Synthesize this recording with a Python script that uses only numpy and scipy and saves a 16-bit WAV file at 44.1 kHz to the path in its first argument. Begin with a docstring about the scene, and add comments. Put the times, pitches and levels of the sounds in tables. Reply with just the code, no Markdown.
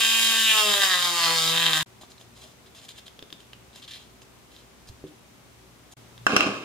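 """A rotary tool grinds inside a hollow plastic tube and slows under load: drum blows and scouring ring the tube.
In a second scene hands twist and rub plastic tubes together, by stick-slip grains, small clicks and soft bumps.
In a third something hard is dropped on the bench: after a small first knock it bounces and rattles, its cracks
ringing the object and the bench.
Room noise with mains hum lies under all three, quieter in the first; the level dips briefly between scenes."""
import sys
import numpy as np
from scipy import signal
from scipy.fft import rfft, irfft
from scipy.io import wavfile
from scipy.ndimage import uniform_filter1d

SR = 44100
rng = np.random.default_rng(int(sys.argv[2]) if len(sys.argv) > 2 else 0)


def boost_factor(decibels):
    """Convert a level in decibels to a linear amplitude factor."""
    exponent = np.asarray(decibels, float) / 20
    return 10 ** exponent


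def transcribe(u):
    """Save the signal u as a 16-bit wav file named by the first command-line argument.

    u: samples, shape (n,) or (channels, n), limited to [-1, 1]; the rate is SR.
    q: integer samples, one column per channel.
    """
    v = np.clip(np.atleast_2d(u).T, -1, 1)
    q = np.round(v * 32767).astype(np.int16)
    wavfile.write(sys.argv[1], SR, q)


N = 293039

# the scenes: (start [s], end [s], gain of room noise and hum [dB], extra gain of the second hum line [dB])
SCENES = [(-.1, 1.829, -9, 8.5), (1.862, 5.937, 3.5, -6), (5.969, 6.7, 5, 3)]


def rms_one(x):
    """Scale to rms 1."""
    return x / np.sqrt(np.mean(x ** 2) + 1e-20)


def in_time(rows):
    """Columns of a curve table, one value per sample."""
    s, *columns = np.transpose(rows)
    return [np.interp(np.arange(N) / SR, s, c) for c in columns]


def coloured(x, points):
    """Shape the spectrum by a (frequency [Hz], level [dB]) table, along log frequency."""
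    size = x.shape[-1]
    hz = np.maximum(np.arange(size // 2 + 1) * SR / size, 1)
    table = np.array(points)
    gain_db = np.interp(np.log(hz), np.log(table[:, 0]), table[:, 1])
    return irfft(rfft(x) * boost_factor(gain_db), size)


def drift(rate, size=N):
    """Slow random wander: normal values of spread 1, drawn rate times a second and joined by lines."""
    steps = rng.standard_normal(int(size * rate / SR) + 2)
    return np.interp(np.arange(size) * rate / SR, np.arange(len(steps)), steps)


def resonances(x, table):
    """Parallel (centre [Hz], width [Hz], level [dB]) resonances, signs alternating."""
    out = 0
    for k, (hz, width, db) in enumerate(table):
        r = np.exp(-np.pi * width / SR)
        poles = [1, -2 * r * np.cos(2 * np.pi * hz / SR), r * r]
        band = signal.lfilter([(1 - r * r) / 2, 0, (r * r - 1) / 2], poles, x + 1e-18)
        out = out + (-1) ** k * boost_factor(db) * band
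    return out


def ring(clicks, hz, t60):
    """A unit click sets a sine of initial height 1 ringing; it falls 60 dB in t60 seconds."""
    r = boost_factor(-60 / (t60 * SR))
    w = 2 * np.pi * hz / SR
    return signal.lfilter([0, np.sin(w)], [1, -2 * r * np.cos(w), r * r], clicks + 1e-18)


def clicks_at(times, sizes):
    """Single-sample blows."""
    out = np.zeros(N)
    out[np.round(np.asarray(times) * SR).astype(int)] = sizes
    return out


def grains(per_s, spread_db, size=N):
    """Random clicks of uneven size and either sign."""
    sizes = boost_factor(spread_db * np.minimum(rng.exponential(1, size), 4)) * rng.choice([-1, 1], size)
    return sizes * (rng.random(size) < per_s / SR)


def evened(x, span_s):
    """Level held at rms 1 over a sliding span."""
    return x / np.sqrt(uniform_filter1d(x ** 2, int(span_s * SR)) + 1e-14)


def gliding(x, hz, width):
    """A resonance whose centre moves, in blocks of 256 samples."""
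    out, state = np.zeros_like(x), np.zeros(2)
    r = np.exp(-np.pi * width / SR)
    for i in range(0, len(x), 256):
        poles = [1, -2 * r * np.cos(2 * np.pi * hz[i] / SR), r * r]
        out[i:i + 256], state = signal.lfilter([1, 0, -1], poles, x[i:i + 256], zi=state)
    return out


def grinder():
    """The off-centre drum strikes the tube once a turn and scours it just after; the shaft hums its low orders."""
    # how hard the drum bites, as level of the tube: (time [s], level [dB])
    pressure = [(0.0, -23), (0.232, -23.5), (0.598, -22.5), (0.642, -26), (0.734, -20), (0.794, -26),
                (0.836, -18.5), (0.876, -24.5), (0.952, -22.5), (0.972, -25), (1.054, -23), (1.114, -29),
                (1.196, -24), (1.556, -25), (1.616, -22.5), (1.738, -25.5), (1.758, -23), (1.82, -30)]
    # shaft speed: (time [s], speed [turns/s])
    shaft_speed = [(0.0, 227), (0.034, 225.2), (0.3, 225.9), (0.476, 222), (0.7, 206.5), (0.81, 197.4),
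                   (0.942, 180.2), (1.126, 173), (1.285, 165), (1.33, 165.9), (1.39, 162.4), (1.47, 162.7),
                   (1.612, 167.2), (1.698, 163.2), (1.77, 156), (1.83, 156.4)]
    # how the grip shares the pressure level among the rings:
    # (time [s], middle [dB], low [dB], second [dB], moving high ring centre [Hz])
    grip = [(0, -2, -13, -14, 3850), (.43, -5, -11, -13.5, 3810), (.5, 1.5, -11.5, -14.5, 3450),
            (.62, -1.5, -7.5, -12.5, 4050), (.73, -9, -13, -13.5, 3300), (.83, -6, -10, -9.5, 3770),
            (.93, -5, -8.5, -7.5, 3670), (1.04, -10, -9.5, -13.5, 3830), (1.27, -5, -5.5, -9.5, 4140),
            (1.4, -8, -8, -19, 3980), (1.53, -6, -11.5, -14.5, 3700), (1.6, -4.5, -12, -10, 3400),
            (1.82, -6.5, -7, -8.5, 3450)]
    # roughness of the cut: (time [s], unevenness of the blows [0-1], amount of steady scouring [0-1])
    cut_roughness = [(0, .5, .7), (.45, .35, .5), (.63, .25, .35), (.72, .5, .5), (1.1, .55, .5),
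                     (1.22, .5, .45), (1.5, .55, .5), (1.58, .95, .3), (1.83, .95, .3)]
    # rings of the hollow tube, lowest to highest: (centre [Hz], width [Hz], level [dB])
    tube_low = [(904, 300, -6), (1320, 163, -1)]
    # second ring of the tube: (centre [Hz], width [Hz], level [dB])
    tube_second = [(1590, 300, -2.5), (1895, 91, 3.5)]
    # middle ring of the tube: (centre [Hz], width [Hz], level [dB])
    tube_mid = [(2288, 475, -4.5), (2775, 572, 0.5)]
    # fixed part of the high ring: (centre [Hz], width [Hz], level [dB])
    tube_high = [(3450, 1210, 1), (4006, 370, 7), (4450, 500, -4)]
    # shaft tone and overtones: (time [s], tone level [dB], second level [dB], third level [dB])
    shaft = [(0, -48.5, -45.5, -53), (.36, -44.5, -46, -48), (.56, -52.5, -43, -40.5),
             (.69, -40, -37, -39.5), (.77, -55.5, -43, -39), (1.0, -47.5, -50, -46.5),
             (1.32, -46, -45.5, -43.5), (1.4, -39, -49.5, -45), (1.56, -36.5, -46, -45),
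             (1.63, -44, -48, -43.5), (1.8, -37, -48.5, -50)]
    # steady housing tones that do not follow the shaft: (frequency [Hz], level before wavering [dB])
    housing = [(775, -61), (998, -55)]
    # colour of the grinding hiss: (frequency [Hz], relative level [dB])
    hiss_colour = [(3060, -20.5), (5200, -3), (5870, -7.5), (6840, -1.5), (7000, 0), (7400, 2),
                   (7790, -3.5), (8840, -5.5), (14000, -11), (15800, -13)]
    ring_waver_db, ring_waver_per_s = 1.5, 22.0   # every ring wavers by itself, and so does the hiss

    n = 2 * SR
    bite_db, speed = in_time(pressure)[0][:n], in_time(shaft_speed)[0][:n]
    mid_db, low_db, second_db, high_hz = [c[:n] for c in in_time(grip)]
    uneven, scouring = [c[:n] for c in in_time(cut_roughness)]

    # one knock a turn, straying in time and strength
    turns = np.cumsum(speed) / SR
    strayed = turns + .035 * uneven ** 2 * drift(150, size=n)
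    struck = np.flatnonzero(np.diff(np.floor(strayed)) > 0)
    knocks = np.zeros(n)
    knocks[struck] = boost_factor(3.5 * uneven[struck] * rng.standard_normal(1000)[:len(struck)])
    knocks = rms_one(knocks)

    # the drum's surface passes in the same order on every turn
    repeated = rng.standard_normal(96)[(turns % 1 * 96).astype(int)]
    grit = rms_one(grains(9000.0, spread_db=2.0, size=n))
    # every blow is followed by a couple of milliseconds of skidding
    skidding = rms_one(signal.lfilter([1], [1, -np.exp(-1 / (0.0018 * SR))], knocks))
    drive = knocks + 0.62 * (1.1 - uneven) * repeated + 0.14 * uneven * skidding * grit + scouring * grit

    # the two lower rings answer mostly to the blow
    high = rms_one(resonances(drive, tube_high)) + 0.92 * rms_one(gliding(drive, high_hz, 490.0))
    rings = [(-2.5, evened(high, 0.11)),
             (mid_db, evened(resonances(drive, tube_mid), 0.0515)),
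             (second_db, evened(resonances(drive + 0.87 * knocks, tube_second), 0.0366)),
             (low_db, evened(resonances(drive + 2.3 * knocks, tube_low), 0.0264))]
    out = np.zeros(n)
    for db, x in rings:
        out += boost_factor(bite_db + db + ring_waver_db * drift(ring_waver_per_s, size=n)) * x

    for k, db in enumerate(in_time(shaft)):
        level = np.sqrt(2) * boost_factor(db[:n] + 2 * drift(17.76, size=n))
        out += level * np.sin(2 * np.pi * (k + 1) * turns)
    for hz, db in housing:
        level = np.sqrt(2) * boost_factor(db + 3.5 * drift(8, size=n))
        out += level * np.sin(2 * np.pi * hz * np.arange(n) / SR + drift(11, size=n))
    out = signal.sosfilt(signal.butter(4, 110.0, "high", fs=SR, output="sos"), out)

    # the hiss comes off the whole tool, so each side hears its own
    hiss = rng.standard_normal((2, n)) * (1 + .5 * skidding) + 0.042 * grit + 0.027 * knocks
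    hiss = coloured(hiss, hiss_colour)
    # it loses 8.5 dB per octave as the shaft slows and follows part of the pressure's swing
    hiss_db = -27 + 8.5 * np.log2(speed / speed.max()) + .4 * (bite_db - bite_db.mean())
    hiss = boost_factor(hiss_db + ring_waver_db * drift(ring_waver_per_s, size=n)) * evened(hiss, 0.0166)
    tube = np.pad(out, (0, N - n)) * (np.arange(N) < SCENES[0][1] * SR)
    return tube, np.pad(hiss, ((0, 0), (0, N - n)))


def workshop():
    """Reflections, band by band: a quick scatter off the bench top, then the dying tail of the walls."""
    # reflections: (frequency [Hz], t60 [s], relative level [dB], left-right likeness [0-1])
    reflections = [(100, 1, -6.5, 1), (407, 0.38, -1.5, 0.82), (1540, 0.35, -2.5, 0.093),
                   (5000, 0.49, -1, 0.015), (12000, 0.11, -3.5, 0.016)]
    t, tail = np.arange(SR) / SR, 0
    hz, *columns = np.transpose(reflections)
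    for low in 60 * 2.0 ** np.arange(8):   # octave bands
        t60, db, alike = [np.interp(np.log(low * np.sqrt(2)), np.log(hz), c) for c in columns]
        octave = signal.butter(2, [low, 2 * low], "band", fs=SR, output="sos")
        mid, side = signal.sosfilt(octave, rng.standard_normal((2, SR)))
        alike = np.clip(alike, 0, .99)
        band = np.sqrt(1 + alike) * mid + np.sqrt(1 - alike) * side * [[1], [-1]]
        walls = boost_factor(-60 * t / t60) * np.clip(t / 0.00075, 0, 1) / np.sqrt(t60)
        scatter = 9.6 * np.exp(-t / 0.0022)
        tail = tail + boost_factor(db) * band * (walls + scatter)
    return tail / np.sqrt(SR) * 3.61


def room_tone():
    """Steady noise, more alike left and right in the bass, and the wavering lines of a mains hum."""
    # colour of the room noise: (frequency [Hz], relative level [dB])
    noise_colour = [(18, -40), (35, -16), (58, -3.5), (134, -2.5), (228, -2), (367, -6), (499, -8),
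                    (1120, -10.5), (1810, -14.5), (2020, -13.5), (3950, -16.5), (4540, -18.5),
                    (6180, -18.5), (16000, -28)]
    # left-right likeness of the noise: (frequency [Hz], likeness [0-1])
    noise_likeness = [(60, 0.52), (180, 0.52), (550, 0.24), (1650, 0.063), (4970, 0.024), (15000, 0.04)]
    # hum lines: (frequency [Hz], level before wavering and scene gains [dB])
    hum_lines = [(59.2, -70.5), (118.4, -63), (382.2, -74.5)]
    mid, side = coloured(rng.standard_normal((2, N)), noise_colour)
    hz, alike = np.transpose(noise_likeness)
    mid = coloured(mid, np.c_[hz, 10 * np.log10(1 + alike)])
    side = coloured(side, np.c_[hz, 10 * np.log10(1 - alike)])
    noise = boost_factor(-57) * rms_one(mid + side * [[1], [-1]])
    t = np.arange(N) / SR
    hum = []
    for line_hz, db in hum_lines:
        level = np.sqrt(2) * boost_factor(db + 4 * drift(9))
        hum.append(level * np.sin(2 * np.pi * line_hz * t + drift(10)))
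    return noise, hum


def hands_and_first_knock():
    """Stick-slip grains sound through the held tube, its modes wavering; clicks, bumps and a knock are damped rings."""
    # rubbing strokes: (time [s], length [s], tube body level [dB], bright rasp level [dB])
    rubs = [(2.009, 0.052, -53.5, -59.5), (2.097, 0.039, -66, -58.5), (2.196, 0.039, -60, -58),
            (2.349, 0.2, -57, -60.5), (2.657, 0.031, -60, -74), (2.746, 0.07, -54.5, -60.5),
            (2.812, 0.067, -54.5, -60), (2.883, 0.045, -49, -57), (2.958, 0.055, -52, -58),
            (3.058, 0.026, -51.5, -60), (3.325, 0.02, -65, -61), (3.4, 0.043, -65, -64),
            (3.73, 0.03, -57, -68.5), (3.756, 0.055, -57, -58), (3.819, 0.018, -46, -66),
            (3.837, 0.02, -44.5, -72), (3.877, 0.035, -42, -66), (3.908, 0.045, -39.5, -67),
            (3.942, 0.044, -49, -69), (3.974, 0.1, -55, -67), (4.215, 0.024, -66, -59),
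            (4.511, 0.14, -58.5, -70), (4.872, 0.036, -60.5, -57), (5.067, 0.028, -59, -67),
            (5.913, 0.027, -61, -56.5)]
    # modes of the held tube: (centre [Hz], width [Hz], level [dB])
    tube_modes = [(2390, 120, -2), (2930, 330, -5.5), (3420, 410, 7), (4030, 240, 1), (4440, 490, -14)]
    # bright skin rasp: (centre [Hz], width [Hz], level [dB])
    rasp_modes = [(5080, 880, 12), (6570, 1400, 11), (8000, 1200, -18), (12200, 6300, -20)]
    # dull ring of the cupped hand, goes with the rasp: (centre [Hz], width [Hz], level [dB])
    palm_modes = [(660, 170, -4), (1050, 300, -9)]
    # small clicks of the tubes, and last the first knock of the dropped object:
    # (time [s], level [dB], pitch [Hz])
    small_clicks = [(2.1181, -42, 4170), (2.181, -43.5, 4090), (2.2128, -41, 3570), (2.75, -44, 3480),
                    (2.9858, -36, 3500), (3.081, -34.5, 3450), (3.192, -33.5, 3440), (3.226, -32.5, 3520),
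                    (3.3037, -38.5, 3400), (3.327, -27, 3550), (3.4042, -42, 3100), (3.5327, -32.5, 2970),
                    (3.7602, -38, 3860), (3.8817, -37, 3350), (4.2193, -42, 2850), (4.5645, -39, 3620),
                    (4.8888, -39, 4400), (6.1787, -38, 3580)]
    # soft bumps of the hands: (time [s], relative level [dB], base pitch [Hz], base t60 [s])
    bumps = [(2.013, -43, 785, 0.041), (2.034, -38.5, 924, 0.036), (2.212, -49, 650, 0.04),
             (2.449, -48, 620, 0.06), (3.189, -45.5, 424, 0.043), (3.225, -38.5, 410, 0.04),
             (3.327, -45, 392, 0.08), (4.898, -38.5, 91.5, 0.09), (5.04, -32, 381.6, 0.16)]
    # modes of each bump: (pitch ratio, level [dB], t60 ratio)
    bump_modes = [(.404, -10, 2), (.8, -7, 1.23), (1.0, -0.5, .9), (1.25, -15, 1.2)]

    body, rasp = np.zeros((2, N))
    for s, length, body_db, rasp_db in rubs:
        at, part = int(s * SR), np.linspace(0, 1, int(length * SR))
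        # quick rise, then a fall over the last 42 % of the stroke
        stroke = np.minimum(1, np.minimum(part / 0.036, (1 - part) / 0.42))
        body[at:at + len(part)] += boost_factor(body_db) * stroke
        rasp[at:at + len(part)] += boost_factor(rasp_db) * stroke

    slips = grains(7000.0, spread_db=3.5) * boost_factor(3 * drift(110))
    # the tube's modes come and go with the grip
    held = sum(boost_factor(2.5 * drift(14)) * resonances(slips, [mode]) for mode in tube_modes)
    out = body * rms_one(held)
    bright = sum(boost_factor(2 * drift(14)) * resonances(slips, [mode]) for mode in rasp_modes)
    out += rasp * rms_one(bright)
    out += rasp * boost_factor(-6.5 + 1.8 * drift(5.68)) * rms_one(resonances(slips, palm_modes))

    for s, db, hz in small_clicks:
        at = int(s * SR)
        click = boost_factor(db) * np.eye(1, 1500)[0]   # a single sample
        snap = signal.lfilter([1, -1], [1, -.1], click)
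        out[at:at + 1500] += ring(click, hz, 0.0077) + ring(click, 1.33 * hz, 0.0016) + snap
    for s, db, hz, t60 in bumps:
        at = int(s * SR)
        bump = signal.lfilter([1], [1, -.7], boost_factor(db - 11.0) * np.eye(1, 8000)[0])   # softened click
        for ratio, mode_db, longer in bump_modes:
            out[at:at + 8000] += boost_factor(mode_db) * ring(bump, ratio * hz, longer * t60)
    return out


def drop():
    """Each blow is a sharp crack that rings the object and the bench below; it rattles on in between."""
    # blows on the bench: (time [s], relative crack level [dB], relative bench thud level [dB])
    blows = [(6.2667, -4.5, -36), (6.334, -28, -15.5), (6.3649, -2.5, -36), (6.4068, -12, -46),
             (6.4297, -21, -39), (6.465, -28, -24), (6.4897, -25, -25)]
    # modes of the dropped object: (frequency [Hz], relative level [dB], t60 [s])
    object_modes = [(1490, 3.5, 0.013), (1690, -18, 0.012), (2656, 4.5, 0.011), (2940, 0, 0.0029),
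                    (4070, -1.5, 0.0027), (5270, -7.5, 0.0048), (7100, -13, 0.0061)]
    # modes of the bench: (frequency [Hz], relative level [dB], t60 [s])
    bench_modes = [(208.4, -5, 0.25), (302, -1, 0.082), (407, -2.5, 0.14), (472, -2.5, 0.16),
                   (701, -11, 0.097)]
    # rattling between and after the blows: (time [s], level [dB])
    rattle = [(6.27, -35), (6.308, -28), (6.428, -27.5), (6.64, -41.5)]
    # colour of the rattling: (frequency [Hz], relative level [dB])
    rattle_colour = [(60, -40), (140, -24), (205, -0.5), (500, -2.5), (850, -9), (1200, -3), (1500, -6),
                     (1950, -22), (2400, -3), (3000, -9.5), (3500, -17), (4700, -19.5), (9200, -33),
                     (16000, -56)]

    s, db, thud_db = np.transpose(blows)
    # every blow excites the modes a little differently
    scatter = rng.standard_normal((len(s), len(object_modes) + len(bench_modes)))
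    out = signal.lfilter([1, -1], [1, -.4], clicks_at(s, boost_factor(db - 23.0)))
    # splintery noise that dies within a few milliseconds
    decay = signal.lfilter([1], [1, -np.exp(-1 / (0.0023 * SR))], clicks_at(s, boost_factor(db - 24.0)))
    out += signal.lfilter([.5], [1, -.55], decay * rng.standard_normal(N))
    for k, (hz, level_db, t60) in enumerate(object_modes):
        out += ring(clicks_at(s, boost_factor(db + level_db - 7.5 + 4.5 * scatter[:, k])), hz, t60)
    for k, (hz, level_db, t60) in enumerate(bench_modes):
        out += ring(clicks_at(s, boost_factor(thud_db + level_db - 6.0 + 2.4 * scatter[:, -1 - k])), hz, t60)
    chatter = rms_one(coloured(grains(2500.0, spread_db=3.0), rattle_colour))
    return out + chatter * boost_factor(in_time(rattle)[0]) * (np.arange(N) > rattle[0][0] * SR)


def placed(x, room, wet_db, pan_db, lag):
    """Direct sound, left louder by pan_db and later by lag samples, plus the room's reflections."""
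    direct = np.array([np.roll(x, lag), x]) * boost_factor(pan_db * np.array([[.5], [-.5]]))
    return direct + boost_factor(wet_db) * signal.fftconvolve(x[None], room, axes=1)[:, :N]


def scene():
    """All sources in the room; the levels of noise and hum change with each scene."""
    noise, hum = room_tone()
    room = workshop()
    which = np.searchsorted([end for start, end, *gains in SCENES], np.arange(N) / SR)
    tone_db, hum_db = np.array(SCENES)[which, 2:].T
    tube, hiss = grinder()
    tool = placed(tube, room, wet_db=-5.0, pan_db=-3.0, lag=-1) + hiss
    tool *= np.arange(N) < (SCENES[0][1] + .02) * SR
    near = placed(hands_and_first_knock(), room, wet_db=-6.5, pan_db=-2.0, lag=-1)
    fall = placed(drop(), room, wet_db=-5.5, pan_db=-4.0, lag=5)
    fall = signal.sosfilt(signal.butter(2, 120.0, "high", fs=SR, output="sos"), fall)
    background = noise + hum[0] + hum[2] + boost_factor(hum_db) * hum[1]
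    return tool + near + fall + boost_factor(tone_db) * background


def band_limit(x):
    """A steep low-pass at the top of the band."""
    return signal.sosfilt(signal.butter(12, 16470, fs=SR, output="sos"), x)


def record(dry):
    """Microphones differ in colour; short fades part the scenes; peaks are clipped; the top is cut."""
    # left minus right of the two microphones: (frequency [Hz], level [dB])
    mic_tilt = np.array([(60, -1), (180, 1.5), (550, 2.5), (1650, 1), (4970, 0.5), (15000, 3.5)])
    left = coloured(dry[0], mic_tilt * [1, .5])
    right = coloured(dry[1], mic_tilt * [1, -.5])
    t = np.arange(N) / SR
    fades = [np.minimum((t - start) / .006, (end - t) / 0.0067) * 41.0 for start, end, *gains in SCENES]
    open_db = np.clip(np.max(fades, axis=0), -36.0, 0)
    clipped = np.clip(np.array([left, right]) * boost_factor(open_db), -1, 1)
    mix = signal.sosfilt(signal.cheby2(12, 50, 16300, fs=SR, output="sos"), clipped)
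    return band_limit(mix)


dry = scene()
out = record(dry)
transcribe(out)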